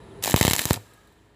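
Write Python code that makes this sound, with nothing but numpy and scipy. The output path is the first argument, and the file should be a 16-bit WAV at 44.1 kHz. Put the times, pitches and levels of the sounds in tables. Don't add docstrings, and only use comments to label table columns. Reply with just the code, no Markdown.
import sys
import numpy as np
from scipy import signal
from scipy.fft import rfft, irfft
from scipy.io import wavfile
from scipy.ndimage import uniform_filter1d

SR = 44100
rng = np.random.default_rng(int(sys.argv[2]) if len(sys.argv) > 2 else 0)


def store_wav(level_fs):
    pcm = np.round(np.clip(np.atleast_2d(level_fs), -1, 1) * 32767)
    wavfile.write(sys.argv[1], SR, pcm.T.astype(np.int16))


def field_ratio(decibels):
    return 10 ** (np.asarray(decibels, dtype=float) / 20)


N = 59535
T = np.arange(N) / SR

# time_s, hiss_db, gas_roar_db
ARC = [(0.225, -97, -69), (0.228, -38.5, -48), (.28, -32.5, -41.5), (0.333, -36, -37.5),
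       (0.343, -46.5, -60), (0.364, -31.5, -53), (0.429, -31.5, -34.5), (.53, -30, -48),
       (0.599, -34, -44.5), (.65, -37, -44.5), (.7, -36, -41), (0.746, -42.5, -43), (0.763, -46, -32),
       (0.778, -53, -40.5), (0.78, -64, -60)]
# time_s, pressure_jump [of full scale], spatter_db, short_circuit_before_ms
RESTRIKES = [(0.2783, -0.022, -30, 1.1), (0.342, -1.34, -27, 12), (0.3621, -0.26, -18, 5.4),
             (0.4118, -0.93, -15.5, 17), (0.4506, 0.6, -19.5, 4.6), (0.4798, -0.7, -17.5, 8.2),
             (.5104, -0.33, -17.5, 5.6), (0.5337, -0.2, -14.5, 8.1), (0.5629, 0.025, -33, 5.6),
             (0.5922, -0.087, -17, 1.3), (.655, -0.22, -36, 8.8), (.7085, -0.97, -27.5, 0.75)]


def rms_one(x):
    return x / np.sqrt(np.mean(x ** 2) + 1e-20)


def evened(x):
    return x / np.sqrt(uniform_filter1d(x * x, int(0.004 * SR)) + 1e-12)


def level(points):
    return field_ratio(np.interp(T, *np.transpose(points)))


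def shape(x, spectrum):
    hz, db = np.transpose(spectrum)
    log_hz = np.log(np.arange(len(x) // 2 + 1) * SR / len(x) + 1)
    gain = field_ratio(np.interp(log_hz, np.log(hz), db))
    return rms_one(irfft(rfft(x) * gain, len(x)))


def peaks(x, rows):
    for hz, width_hz, db in rows:
        a, w = field_ratio(db / 2), np.pi * width_hz / SR
        c = -2 * np.cos(2 * np.pi * hz / SR)
        x = signal.lfilter([1 + w * a, c, 1 - w * a], [1 + w / a, c, 1 - w / a], x)
    return x


def drift(rate_hz):
    r = np.exp(-2 * np.pi * rate_hz / SR)
    wander = signal.lfilter([1], [1, -2 * r, r * r], rng.standard_normal(N + SR))
    return rms_one(wander[SR:])


def clicks(time_s, size):
    out = np.full(N, 1e-18)
    np.add.at(out, np.round(np.asarray(time_s) * SR).astype(int), size)
    return out


def decay(hits, fall_s, gain=1):
    return signal.lfilter([gain], [1, -np.exp(-1 / (fall_s * SR))], hits)


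def ring(hits, hz, t60_s):
    r, w = field_ratio(-60 / (t60_s * SR)), 2 * np.pi * hz / SR
    return signal.lfilter([0, np.sin(w)], [1, -2 * r * np.cos(w), r * r], hits)


def snaps(time_s, peak_db):
    push_s, fizz_s, fizz_gain = 0.000017, 0.0003, 0.55
    hits = clicks(time_s, field_ratio(peak_db))
    k = np.arange(-12, 13) / (push_s * SR)
    push_pull = -k * np.exp(0.5 - k * k / 2)
    fizz = decay(hits, fizz_s, fizz_gain) * rng.standard_normal(N)
    return np.convolve(hits, push_pull, "same") + fizz


def crackle():
    sparks_per_s, spread_db, spark_share = 4000, 3, 0.4
    # freq_hz, density_db [dB per Hz]
    hiss_spectrum = [(180, -41), (300, -9), (978, -7), (1480, -10.5), (1810, -6), (7690, -8.5),
                     (13500, -8.5), (16000, -7.5)]
    sizes = field_ratio(spread_db * np.minimum(rng.exponential(1, N), 3.5)) * rng.choice([-1, 1], N)
    sparks = rms_one(sizes * (rng.random(N) < sparks_per_s / SR))
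    mix = spark_share * sparks + (1 - spark_share) * rng.standard_normal(N)
    return shape(mix, hiss_spectrum)


def grinder():
    hum_hz, waver_hz, hum_db = 393, 8, 3
    # freq_hz, density_db [dB per Hz]
    machine_spectrum = [(21, -31), (35, 16), (108, 1), (279, -10.5), (399, -3.5), (758, -23), (930, -17.5),
                        (9830, -43.5), (16000, -56)]
    # freq_hz, width_hz, gain_db
    machine_bands = [(690, 59, 10), (850, 99, 4.5), (5650, 1200, -4.5), (9700, 900, 11), (10400, 1000, 6.5)]
    # time_s, level_db
    machine_level = [
        (0, -41),
        (.22, -39),
        (.45, -53),
        (.75, -64),
    ]
    # time_s, level_db
    hum_level = [
        (0.0, -49),
        (0.044, -60),
        (0.064, -59),
        (0.088, -72),
        (0.118, -48),
        (0.154, -54),
        (0.192, -43),
        (0.22, -55),
    ]
    machine = rms_one(peaks(shape(rng.standard_normal(N), machine_spectrum), machine_bands))
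    phase = 2 * np.pi * np.cumsum(hum_hz + waver_hz * drift(10)) / SR
    hum = field_ratio(hum_db) * level(hum_level + [(0.3, -90)]) * np.sin(phase)
    return level(machine_level) * machine + hum


def room_tone():
    rest_db, fade_db_per_s, fade_from_s = -53, 8.5, 0.8
    # freq_hz, density_db [dB per Hz]
    rest_spectrum = [(21, -31), (35, 5.5), (151, -7.5), (739, -16), (907, -19), (1480, -19.5),
                     (3440, -28.5), (16000, -70)]
    gain = field_ratio(rest_db - fade_db_per_s * np.maximum(T - fade_from_s, 0))
    return gain * shape(rng.standard_normal(N), rest_spectrum)


def fan():
    # freq_hz, level_db [rms]
    fan_tones = [(53.8, -52.5), (102.3, -69.5), (317.6, -67), (414.5, -69.5), (958.2, -82.5)]
    out = np.zeros(N)
    for hz, db in fan_tones:
        out += field_ratio(db + 2 + 3 * drift(7)) * np.sin(2 * np.pi * (hz * T + rng.random()))
    return out


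def bird():
    # start_s, length_s, from_hz, to_hz, level_db
    chirps = [
        (0, .06, 3950, 3880, -70),
        (.095, .05, 3950, 2950, -65.5),
        (1.175, .03, 3700, 2950, -70),
    ]
    out = np.zeros(N)
    for start_s, length_s, from_hz, to_hz, db in chirps:
        u = np.clip((T - start_s) / length_s, 0, 1)
        hz = from_hz + (to_hz - from_hz) * u
        out += field_ratio(db) * np.sin(np.pi * u) * np.sin(2 * np.pi * np.cumsum(hz) / SR)
    return out


def arc():
    ripple_hz, ripple_peak_s, ripple_db = 100, 0.2385, 2.6
    short_db, short_onset_s = -14, 0.00067
    # freq_hz, density_db [dB per Hz]
    roar_spectrum = [(50, -23), (100, -0.5), (300, -2.5), (900, -13.5), (1500, -18.5), (2500, -33.5),
                     (3500, -40), (6000, -94)]
    # time_s, peak_db
    arc_snaps = [(0.2271, -20), (0.2394, -9), (0.2475, -8), (0.2694, -13), (0.2763, -14), (0.2866, -19),
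                 (0.2968, -19), (0.2998, -14), (0.3073, -10), (0.3106, -9), (0.3193, -15), (0.3262, -18),
                 (0.3293, -18), (0.3326, -15), (0.3419, -9), (0.3622, -4), (0.3878, -18), (0.398, -14),
                 (0.4031, -14), (0.4114, -5), (0.4297, -10), (0.4322, -12), (0.4508, -4), (0.4801, -5),
                 (0.4907, -14), (0.4993, -10), (0.5104, -4), (0.5339, -4), (0.5542, -12), (0.5637, -5),
                 (0.5828, -8), (0.5894, -18), (0.5923, -4), (0.6168, -13), (0.6187, -15), (0.6376, -25),
                 (0.6391, -23), (0.6478, -17), (0.655, -5), (0.6604, -20), (0.6787, -23), (0.6895, -21),
                 (0.704, -14), (0.7085, -7), (0.7323, -8), (0.7513, -26)]

    time_s, hiss_db, roar_db = np.transpose(ARC)
    gate = ((T > time_s[0]) & (T < time_s[-1])).astype(float)
    for at, _, _, short_ms in RESTRIKES:
        shorted = np.clip((T - at + short_ms / 1000) / short_onset_s, 0, 1) * (T < at)
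        gate *= field_ratio(short_db * shorted)
    ripple = ripple_db * np.cos(2 * np.pi * ripple_hz * (T - ripple_peak_s))
    flicker_db = 1.5 * drift(100) + 2 * drift(540)
    burn = gate * field_ratio(np.interp(T, time_s, hiss_db) + ripple + flicker_db) * evened(crackle())
    roar_gain = gate * field_ratio(np.interp(T, time_s, roar_db) + ripple + 4 * drift(75))
    roar = roar_gain * shape(rng.standard_normal(N), roar_spectrum)
    snap_s, snap_db = np.transpose(arc_snaps)
    return burn + flares() + roar + snaps(snap_s, snap_db - 0.5)


def flares():
    rise_s, fall_s, split_hz = 0.0015, 0.0018, 5000
    # time_s, hiss_db, brightness_db
    arc_flares = [(0.2269, -29.5, 0), (0.2392, -17, 5.5), (0.249, -23, 3), (0.2589, -21.5, 2.5),
                  (0.27, -25.5, -1.5), (0.2777, -23.5, -2.5), (0.2905, -29.5, 9), (0.2997, -25, 3),
                  (0.311, -25, 6.5), (0.32, -26, -8.5), (0.331, -32.5, 1), (0.3756, -27.5, -10.5),
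                  (0.3811, -27.5, 1), (0.3915, -24, 0), (0.399, -27, -4), (0.401, -36.5, 3),
                  (0.4209, -27.5, -8), (0.429, -16.5, -6), (0.4388, -25.5, -6.5), (0.4609, -28.5, -9.5),
                  (0.469, -22.5, -12.5), (0.4995, -22.5, -8.5), (0.525, -28.5, -5), (0.5515, -24.5, -2.5),
                  (0.5838, -23.5, -6), (0.618, -26, -1.5), (0.6313, -32, 1), (0.6412, -28.5, 0.5),
                  (0.6729, -32.5, -5), (0.6813, -33, 2), (0.691, -29.5, -1.5), (0.7212, -31, -2.5),
                  (0.7323, -21.5, 8.5), (0.7413, -22.5, -5), (0.7526, -41, -1), (0.7605, -36, -12),
                  (0.7711, -39.5, -10),
                  (0.2352, -32, 4),
        (0.308, -28.5, 6),
        (0.371, -26, -5),
        (.4905, -26.5, -2),
        (.544, -30.5, -0.5),
        (0.608, -31, 5.5),
        (0.612, -26.5, 5),
        (0.621, -27.5, -3),
        (0.7453, -34, -7),
    ]
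    noise, dull, bright = crackle(), np.zeros(N), np.zeros(N)
    low = signal.sosfiltfilt(signal.butter(2, split_hz, fs=SR, output="sos"), noise)
    for at, db, bright_db in arc_flares:
        age = np.where(T < at, (at - T) / rise_s, (T - at) / fall_s)
        power = (field_ratio(db) * np.exp(-age)) ** 2
        dull += power * field_ratio(-bright_db)
        bright += power * field_ratio(bright_db)
    return 0.55 * np.sqrt(dull) * evened(low) + 0.84 * np.sqrt(bright) * evened(noise - low)


def puffs():
    # time_s, size [of full scale]
    pockets = [(.228, 0.029), (.2395, -0.087), (.248, .08), (0.259, -0.17), (0.2766, -0.38), (0.2965, 0.18),
               (.318, 0.061), (0.3305, 0.036), (0.371, -0.1), (0.3759, -0.21), (0.398, -0.089),
               (.428, -0.1), (0.4376, -0.12), (0.4682, 0.029), (.55, 0.091), (0.593, -0.069), (.7, -0.038),
               (0.7636, 0.016), (0.7746, 0.068)]
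    return ring(clicks(*np.transpose(pockets)), hz=750, t60_s=0.005)


def restrikes():
    jump_rise_s, jump_fall_s, spatter_fall_s = 0.00005, 0.004, 0.0027
    # freq_hz, width_hz, gain_db
    spatter_body = [(2000, 2300, 8.5)]
    at, jump, spatter_db, _ = np.transpose(RESTRIKES)
    envelope = decay(clicks(at, field_ratio(spatter_db)), spatter_fall_s)
    spatter = 1.5 * envelope * evened(peaks(crackle(), spatter_body))
    rise_gain = 1 - np.exp(-1 / (jump_rise_s * SR))
    pressure = decay(decay(clicks(at, jump), jump_rise_s, rise_gain), jump_fall_s)
    return spatter + pressure


def core_knock():
    # time_s, size [of full scale], freq_hz, t60_s
    knock = (.76, -0.03, 105, 0.2)
    at, size, hz, t60_s = knock
    return ring(clicks([at], [size]), hz, t60_s)


def transformer():
    from_s, to_s, fade_s = 0.84, 1.1, 0.02
    # freq_hz, width_hz, level_db [rms]
    whine = [(1262, 30, -66), (1640, 30, -68)]
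    out = np.zeros(N)
    for hz, width_hz, db in whine:
        out += field_ratio(db) * rms_one(ring(rng.standard_normal(N), hz, 2.2 / width_hz))
    return out * np.clip(np.minimum(T - from_s, to_s - T) / fade_s, 0, 1)


def steel():
    bead_db, bead_t60_s, tick_gain_db, ping_gain_db = -58, 2.2, -4, 1
    # time_s, peak_db
    ticks = [(.9005, -52), (.9355, -47), (.9385, -50), (1.0725, -49), (1.076, -51), (.9737, -47),
             (.993, -50), (1.004, -52), (1.011, -50), (1.0179, -51), (1.0278, -52), (1.035, -52),
             (1.047, -54), (1.0884, -52), (1.1239, -49), (1.158, -57), (1.1785, -58), (1.2509, -55),
             (1.259, -59)]
    # time_s, level_db
    pings = [
        (.9355, -61),
        (.973, -71),
        (1.0725, -67),
        (1.1235, -73),
    ]
    # freq_hz, level_db, t60_s
    modes = [(3820, -4, .04), (4220, -2, .025), (7850, -5, .05), (8716, -2, .08), (8942, -3, .05),
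             (10150, -3, .06), (11200, -5, .03), (12300, -2, .05), (12750, -3, .07), (13650, -5, .07),
             (14740, -7, .04), (15430, -6, .05)]
    after_s = T - ARC[-1][0]
    bead_gain = (after_s > 0) * field_ratio(bead_db - 60 * after_s / bead_t60_s)
    out = bead_gain * peaks(crackle(), [(13560, 4200, -7)])
    tick_s, tick_db = np.transpose(ticks)
    out += snaps(tick_s, tick_db + tick_gain_db)
    ping_s, ping_db = np.transpose(pings)
    for hz, mode_db, t60_s in modes:
        uneven_db = rng.normal(0, 2.5, len(ping_s))
        hits = clicks(ping_s, field_ratio(ping_db + ping_gain_db + mode_db + uneven_db))
        out += ring(hits, hz, t60_s)
    return out


def room(x):
    t60_s, first_wall_s, band_hz = 0.47, 0.006, [300, 14000]
    tail = rng.standard_normal(N) * field_ratio(-60 * T / t60_s) * (T > first_wall_s)
    tail = signal.sosfilt(signal.butter(1, band_hz, "band", fs=SR, output="sos"), tail)
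    return signal.fftconvolve(x, tail / np.sqrt(np.sum(tail ** 2)))[:N]


def scene():
    shop = grinder() + room_tone() + fan() + transformer()
    near = arc() + puffs() + restrikes() + core_knock() + steel()
    fade_in = np.minimum(T / 0.002, 1)
    mix = near + field_ratio(-24.5) * room(near) + fade_in * shop + bird()
    return mix[None]


def band_limit(x):
    return signal.sosfilt(signal.butter(12, 16810, fs=SR, output="sos"), x)


def record(dry):
    low_hz, low_q, top_hz, ceiling = 80, 0.75, 15500, 1.2
    # freq_hz, width_hz, gain_db
    housing = [(930, 130, 4), (1490, 160, -3), (1774, 150, 5), (3080, 72, 4), (3920, 480, 5.5),
               (7540, 790, 6.5), (9000, 220, -9.5), (10730, 380, 3)]
    w = 2 * np.pi * low_hz / SR
    a, c = np.sin(w) / 2 / low_q, np.cos(w)
    cut = [(1 + c) / 2, -1 - c, (1 + c) / 2, 1 + a, -2 * c, 1 - a]
    x = peaks(signal.sosfilt(np.array([cut, cut]) / (1 + a), dry), housing)
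    treble_cut = signal.cheby2(8, 22, top_hz + 300, fs=SR, output="sos")
    x = 0.985 * signal.sosfiltfilt(treble_cut, x) + 0.015 * x
    return band_limit(ceiling * np.tanh(x / ceiling))


dry = scene()
out = record(dry)
store_wav(out)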